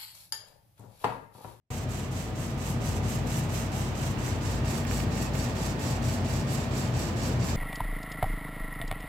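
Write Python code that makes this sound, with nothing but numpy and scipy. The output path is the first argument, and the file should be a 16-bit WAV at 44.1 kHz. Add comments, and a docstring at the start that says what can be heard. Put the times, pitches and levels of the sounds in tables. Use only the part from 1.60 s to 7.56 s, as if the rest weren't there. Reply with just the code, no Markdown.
"""A cat laps milk from a small cup on a tiled floor, about 4.5 strokes a second.
Each stroke is a swelling rasp of tiny wet tongue contacts, ringing in cup and mouth.
Milk films snap in sharper smacks; the tongue squeaks once on the rim.
House motors hum, whine and rumble under a faint hiss.
Near 3 s the microphone moves: cup resonances and hum levels shift."""
import sys
import numpy as np
from scipy import signal
from scipy.fft import rfft, irfft
from scipy.io import wavfile

SR = 44100
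rng = np.random.default_rng(int(sys.argv[2]) if len(sys.argv) > 2 else 0)


def persist_wave(psi):
    """Save psi, clipped to +-1, as 16-bit WAV."""
    counts = np.round(np.clip(psi, -1, 1) * 32767).astype(np.int16)
    wavfile.write(sys.argv[1], SR, np.atleast_2d(counts).T)


N = 262836
TIME_S = np.arange(N) / SR
FREQ_HZ = np.maximum(np.fft.rfftfreq(N, 1 / SR), 1)
SIDES = np.array([[1], [-1]])  # left, right

# room noise spectrum: freq_hz, density_db
ROOM_SPECTRUM = [(30, -31), (43, -9), (70, -7.5), (100, 2), (135, -0.5), (200, -3), (400, -12), (750, -15),
                 (1500, -23), (2400, -26), (3600, -31.5), (7600, -40), (9500, -47.5), (16000, -48)]
# room noise balance: freq_hz, left_minus_right_db
ROOM_PAN = [(60, 1.5), (380, 2), (700, 0), (1290, -1.5), (2400, -5.5), (7600, -2.5), (9500, 2), (12000, 0)]
# room noise likeness between the ears: freq_hz, correlation
ROOM_CORRELATION = [(60, 1), (150, 0.93), (350, 0.83), (700, 0.58), (1200, 0), (16000, 0)]
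# deep throb: time_s, gain_db
THROB_GAIN = [(0.15, -32.5), (0.9, -33.5), (1.38, -29.5), (2.0, -33), (2.67, -30.5), (2.87, -26),
              (3.1, -29.5), (4.25, -33), (5.75, -31), (5.9, -25.5)]
# rumble: time_s, gain_db
RUMBLE_GAIN = [(0.15, -35.5), (1.05, -34), (1.17, -30), (1.88, -30.5), (2.05, -33.5), (2.8, -32.5),
               (3.6, -30.5), (4.15, -34), (4.45, -31), (5.96, -31.5)]
# hiss: time_s, gain_db
HISS_GAIN = [(0.1, -35.5), (0.8, -35), (1.35, -32), (3.5, -31), (5.96, -30.8)]
# motor tones: pitch_hz, before_move_db, after_move_db
MOTOR_TONES = [(55.7, -42, -42), (58.66, -55, -47), (83.6, -44.5, -46), (90.54, -40, -40),
               (119.1, -40, -39), (123.9, -42.5, -41), (137.3, -41.5, -40), (226.2, -47.5, -51),
               (236, -48, -41.5), (467.6, -60.5, -62), (585.5, -68.5, -54), (637, -58, -54.5),
               (657.5, -64, -54), (748, -58, -58.5), (867, -74, -55.5), (1221, -61.5, -61.5),
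               (1974, -69.5, -76), (2330, -75, -75)]
# thin motor whine: time_s, level_db
WHINE_LEVEL = [(0, -74.5), (2.6, -67), (3.1, -57), (4.6, -59), (5.96, -58.5)]
# microphone path: time_s, position (0 before, 1 after)
MIC_PATH = [(2.65, 0.094), (3.15, 1)]
# rim squeak: time_s, pitch_hz, level_db
SQUEAK_CURVE = [(3.635, 2690, -92), (3.655, 2660, -50), (3.675, 2560, -47), (3.692, 2520, -62),
                (3.71, 2503, -95)]
# milk film snaps: start_s, level_db, relative_spray_db
MILK_SNAPS = [(1.0393, -38, -12), (1.6614, -40, -10), (1.896, -36, -14), (2.5758, -33, -20),
              (2.6792, -35, -10), (3.1537, -33.5, -12), (3.2505, -30.5, -11), (3.312, -30, -12),
              (3.4017, -28.5, -12), (3.5772, -26, -17), (3.7519, -27, -15), (3.897, -32.5, -18),
              (3.956, -37.5, -16)]
# cup and mouth resonances before the move: freq_hz, width_hz, gain_db
CUP_MODES_BEFORE = [(2830, 210, 1), (4200, 91, -17), (5800, 130, -11), (6130, 130, -5), (6500, 53, -9),
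                    (6550, 53, -11), (7600, 74, -6), (7800, 55, -10), (7800, 53, -16)]
# cup and mouth resonances after the move: freq_hz, width_hz, gain_db
CUP_MODES_AFTER = [(2705, 160, 0), (3615, 50, -1), (4070, 50, -1), (4520, 110, 0), (4670, 70, -8),
                   (5260, 65, -6), (5800, 100, -12), (6950, 110, -6), (7170, 110, -9), (7680, 110, 1)]
# rasp spectrum: freq_hz, density_db
RASP_SPECTRUM = [(400, -19), (900, 1), (1500, -3), (3600, -4), (4600, -3.5), (5400, -2), (6800, -1.5),
                 (7700, -0.5), (8500, -4), (9500, -11), (11000, -9), (12600, -8), (14000, -12),
                 (16000, -21)]
# rasp balance: freq_hz, left_minus_right_db
RASP_PAN = [(900, -10), (2400, -5), (4400, -4.5), (7700, -5), (8500, 3.5), (9500, 3.5), (11000, 1),
            (15000, -1)]
# tongue strokes: touch_s, crest_db
STROKES = [(0.069, -41.5), (0.29, -41), (0.515, -40.5), (0.756, -42), (0.979, -40), (1.209, -39),
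           (1.432, -39), (1.669, -37.5), (1.893, -38), (2.12, -39), (2.352, -38.5), (2.588, -38.5),
           (2.813, -38.0), (3.048, -37.5), (3.269, -37), (3.511, -37.5), (3.736, -37.0), (3.954, -37),
           (4.193, -37), (4.42, -37.0), (4.646, -37.5), (4.873, -37), (5.111, -37), (5.338, -37),
           (5.564, -37), (5.798, -37)]


def from_db(db):
    """Decibels to gain."""
    return 10 ** (np.asarray(db) / 20)


def unit_rms(x):
    """Scale to rms 1."""
    return x / np.sqrt(np.mean(x ** 2) + 1e-20)


def over_time(rows):
    """Each value column of a time table at every sample."""
    time_s, *columns = np.transpose(rows)
    return [np.interp(TIME_S, time_s, column) for column in columns]


def over_freq(rows):
    """A spectrum table at every FFT bin, on a log frequency axis."""
    freq_hz, value = np.transpose(rows)
    return np.interp(np.log(FREQ_HZ), np.log(freq_hz), value)


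def drift(corner_hz):
    """Low-passed random wander, rms about 1."""
    hop, settle = 40, 2000
    pole = np.exp(-2 * np.pi * corner_hz * hop / SR)
    noise = rng.standard_normal(N // hop + settle + 2)
    slow = signal.lfilter([1], [1, -2 * pole, pole * pole], noise)[settle:]
    return np.interp(np.arange(N) / hop, np.arange(len(slow)), unit_rms(slow))


def coloured(pair, response, pan):
    """Stereo filter with left-right balance per frequency; rms 1."""
    return unit_rms(irfft(rfft(pair) * response * from_db(SIDES * over_freq(pan) / 2), N))


def tiled_room(pair, t60_s, wet_db):
    """Add a short diffuse tail, different at each ear."""
    age_s = TIME_S[:SR // 2]
    tail = rng.standard_normal((2, len(age_s))) * from_db(-60 * age_s / t60_s)
    tail /= np.sqrt(np.sum(tail ** 2, axis=1, keepdims=True))
    return pair + from_db(wet_db) * signal.fftconvolve(pair, tail, axes=1)[:, :N]


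def room_noise(throb_db, rumble_db, hiss_db, throb_top_hz, rumble_top_hz):
    """Throb and rumble reach both ears nearly alike; the hiss above is diffuse."""
    correlation = np.clip(over_freq(ROOM_CORRELATION), -1, 1)
    mid, side = rfft(rng.standard_normal((2, N)))
    pair = irfft(np.sqrt(1 + correlation) * mid + SIDES * np.sqrt(1 - correlation) * side, N)
    noise = coloured(pair, from_db(over_freq(ROOM_SPECTRUM)), ROOM_PAN)
    throb = irfft(rfft(noise) / (1 + (FREQ_HZ / throb_top_hz) ** 6), N)
    low = irfft(rfft(noise) / (1 + (FREQ_HZ / rumble_top_hz) ** 6), N)
    rumble, hiss = low - throb, noise - low
    return from_db(throb_db) * throb + from_db(rumble_db) * rumble + from_db(hiss_db) * hiss


def motor_hum(throb_db, rumble_db, waver_db, wander_rad):
    """Wavering motor tones; low ones swell with throb or rumble. Levels follow the microphone."""
    moved, = over_time(MIC_PATH)
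    throb_swell_db = throb_db - np.median(throb_db)
    rumble_swell_db = rumble_db - np.median(rumble_db)
    hum = 0
    for pitch_hz, before_db, after_db in MOTOR_TONES:
        swell_db = throb_swell_db if pitch_hz < 100 else rumble_swell_db * (pitch_hz < 300)
        level_db = before_db + moved * (after_db - before_db) + swell_db + waver_db * drift(1.0)
        phase_rad = 2 * np.pi * (pitch_hz * TIME_S + rng.random()) + wander_rad * drift(0.67)
        hum = hum + from_db(level_db) * np.sin(phase_rad)
    return np.sqrt(2) * hum * from_db(0.69 * SIDES)


def motor_whine(pitch_hz, wander_rad):
    """One thin motor tone, right of centre."""
    level_db, = over_time(WHINE_LEVEL)
    phase_rad = 2 * np.pi * pitch_hz * TIME_S + wander_rad * drift(1.5)
    return np.sqrt(2) * from_db(level_db - 2.5 * SIDES) * np.sin(phase_rad)


def rim_squeak():
    """Tongue stick-slip on the rim: a short falling tone."""
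    pitch_hz, level_db = over_time(SQUEAK_CURVE)
    sounding = (TIME_S > SQUEAK_CURVE[0][0]) & (TIME_S < SQUEAK_CURVE[-1][0])
    phase_rad = 2 * np.pi * np.cumsum(pitch_hz) / SR + 0.5 * drift(80)
    return sounding * np.sqrt(2) * from_db(level_db - 2 * SIDES) * np.sin(phase_rad)


def milk_smacks(decay_s, band_hz, gain_db, spray_gain_db):
    """Milk films snap: brief midrange cracks with broadband spray, reverberating off the tiles."""
    body, spray = np.zeros((2, 2, N))
    age_s = TIME_S[:SR // 20]
    for start_s, level_db, spray_db in MILK_SNAPS:
        start = int(start_s * SR)
        span = slice(start, start + len(age_s))
        noise = rng.standard_normal(len(age_s)) + 0.46 * rng.standard_normal((2, len(age_s)))
        crack = from_db(level_db) * np.exp(-age_s / decay_s) * noise
        body[:, span] += crack
        spray[:, span] += from_db(spray_db + spray_gain_db) * crack
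    bandpass = signal.butter(2, band_hz, "band", fs=SR, output="sos")
    cracks = signal.sosfilt(bandpass, body + 1e-18) + spray
    return from_db(gain_db - 5.6 * SIDES) * tiled_room(cracks, t60_s=0.23, wet_db=-4)


def cup_response(modes, echo_gain=0.58, echo_count=14):
    """Rasp spectrum with cup and mouth resonances, combed by early reflections off the tiles."""
    echoes = np.zeros(N)
    echoes[0] = 1
    signs = rng.choice([-1, 1], echo_count)
    delays = rng.integers(SR // 700, SR // 60, echo_count)
    echoes[delays] = echo_gain * signs / np.sqrt(echo_count)
    cup = 1 + sum(from_db(db) / (1 + 2j * (FREQ_HZ - hz) / width_hz) for hz, width_hz, db in modes)
    return rfft(echoes) * cup * from_db(over_freq(RASP_SPECTRUM))


def tongue_effort(catch_s=0.02, swell_s=0.062, hold_s=0.049, ease_s=0.062, fade_db_per_s=304):
    """Stroke envelope: the tongue catches, presses harder, holds, eases off and draws back."""
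    knots_s = np.cumsum([-catch_s, catch_s, swell_s, hold_s, ease_s, 50 / fade_db_per_s])
    shape_db = [-45, -5, 0, 0, -5, -55]
    power = np.zeros(N)
    for touch_s, crest_db in STROKES:
        span = slice(*np.searchsorted(TIME_S, touch_s + knots_s[[0, -1]]))
        power[span] += from_db(crest_db + np.interp(TIME_S[span] - touch_s, knots_s, shape_db)) ** 2
    return np.sqrt(power)


def rasp_brightness(hiss, effort, start_db=2.5, dulling_db_per_s=1.3, pressure_db=5.2, sizzle_db=2.1):
    """Treble above 8 kHz rises with tongue pressure, sizzles unevenly and slowly dulls."""
    treble = irfft(rfft(hiss) / (1 + (8000 / FREQ_HZ) ** 6), N)
    treble_db = start_db - dulling_db_per_s * TIME_S
    treble_db += pressure_db * (unit_rms(effort) - 1) + sizzle_db * drift(21)
    return hiss + (from_db(treble_db) - 1) * treble


def tongue_rasp(peak_grains_per_s, grain_db, flicker_db, flutter_hz, flutter_depth, gain_db):
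    """Tongue barbs slip over the wet cup: fine hiss with coarser grains, ringing in the cup."""
    effort = tongue_effort()
    grain_onsets = rng.random(N) < peak_grains_per_s * effort / effort.max() / SR
    contacts = rng.standard_normal((2, N))
    contacts += from_db(grain_db) * unit_rms(grain_onsets * rng.standard_normal(N))
    before = coloured(contacts, cup_response(CUP_MODES_BEFORE), RASP_PAN)
    after = coloured(contacts, cup_response(CUP_MODES_AFTER), RASP_PAN)
    moved, = over_time(MIC_PATH)
    hiss = rasp_brightness((1 - moved) * before + moved * after, effort)
    flutter = 1 + flutter_depth * np.sin(2 * np.pi * flutter_hz * TIME_S + drift(5.9))
    return from_db(gain_db + flicker_db * drift(35)) * flutter * effort * hiss


def scene():
    """Lapping cat over house noise."""
    cat = tongue_rasp(peak_grains_per_s=900, grain_db=-13.0, flicker_db=1.0,
                      flutter_hz=117.2, flutter_depth=0.094, gain_db=-2.5)
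    cat += milk_smacks(decay_s=0.0013, band_hz=(790, 2530), gain_db=7.0, spray_gain_db=-6)
    cat += rim_squeak()
    throb_db, = over_time(THROB_GAIN)
    rumble_db, = over_time(RUMBLE_GAIN)
    hiss_db, = over_time(HISS_GAIN)
    house = room_noise(throb_db, rumble_db, hiss_db, throb_top_hz=97, rumble_top_hz=200)
    house += motor_hum(throb_db, rumble_db, waver_db=1.5, wander_rad=0.53)
    house += motor_whine(pitch_hz=1853, wander_rad=0.45)
    return cat + house


def record(dry):
    """The microphone opens after an instant of near silence; steep low-pass."""
    open_s, cutoff_hz = 0.103, 15900
    gate = np.interp(TIME_S, [open_s, open_s + 0.002], [0.002, 1])
    lowpass = signal.ellip(10, 0.1, 80, cutoff_hz, fs=SR, output="sos")
    return signal.sosfilt(lowpass, dry * gate)


dry = scene()
out = record(dry)
persist_wave(out)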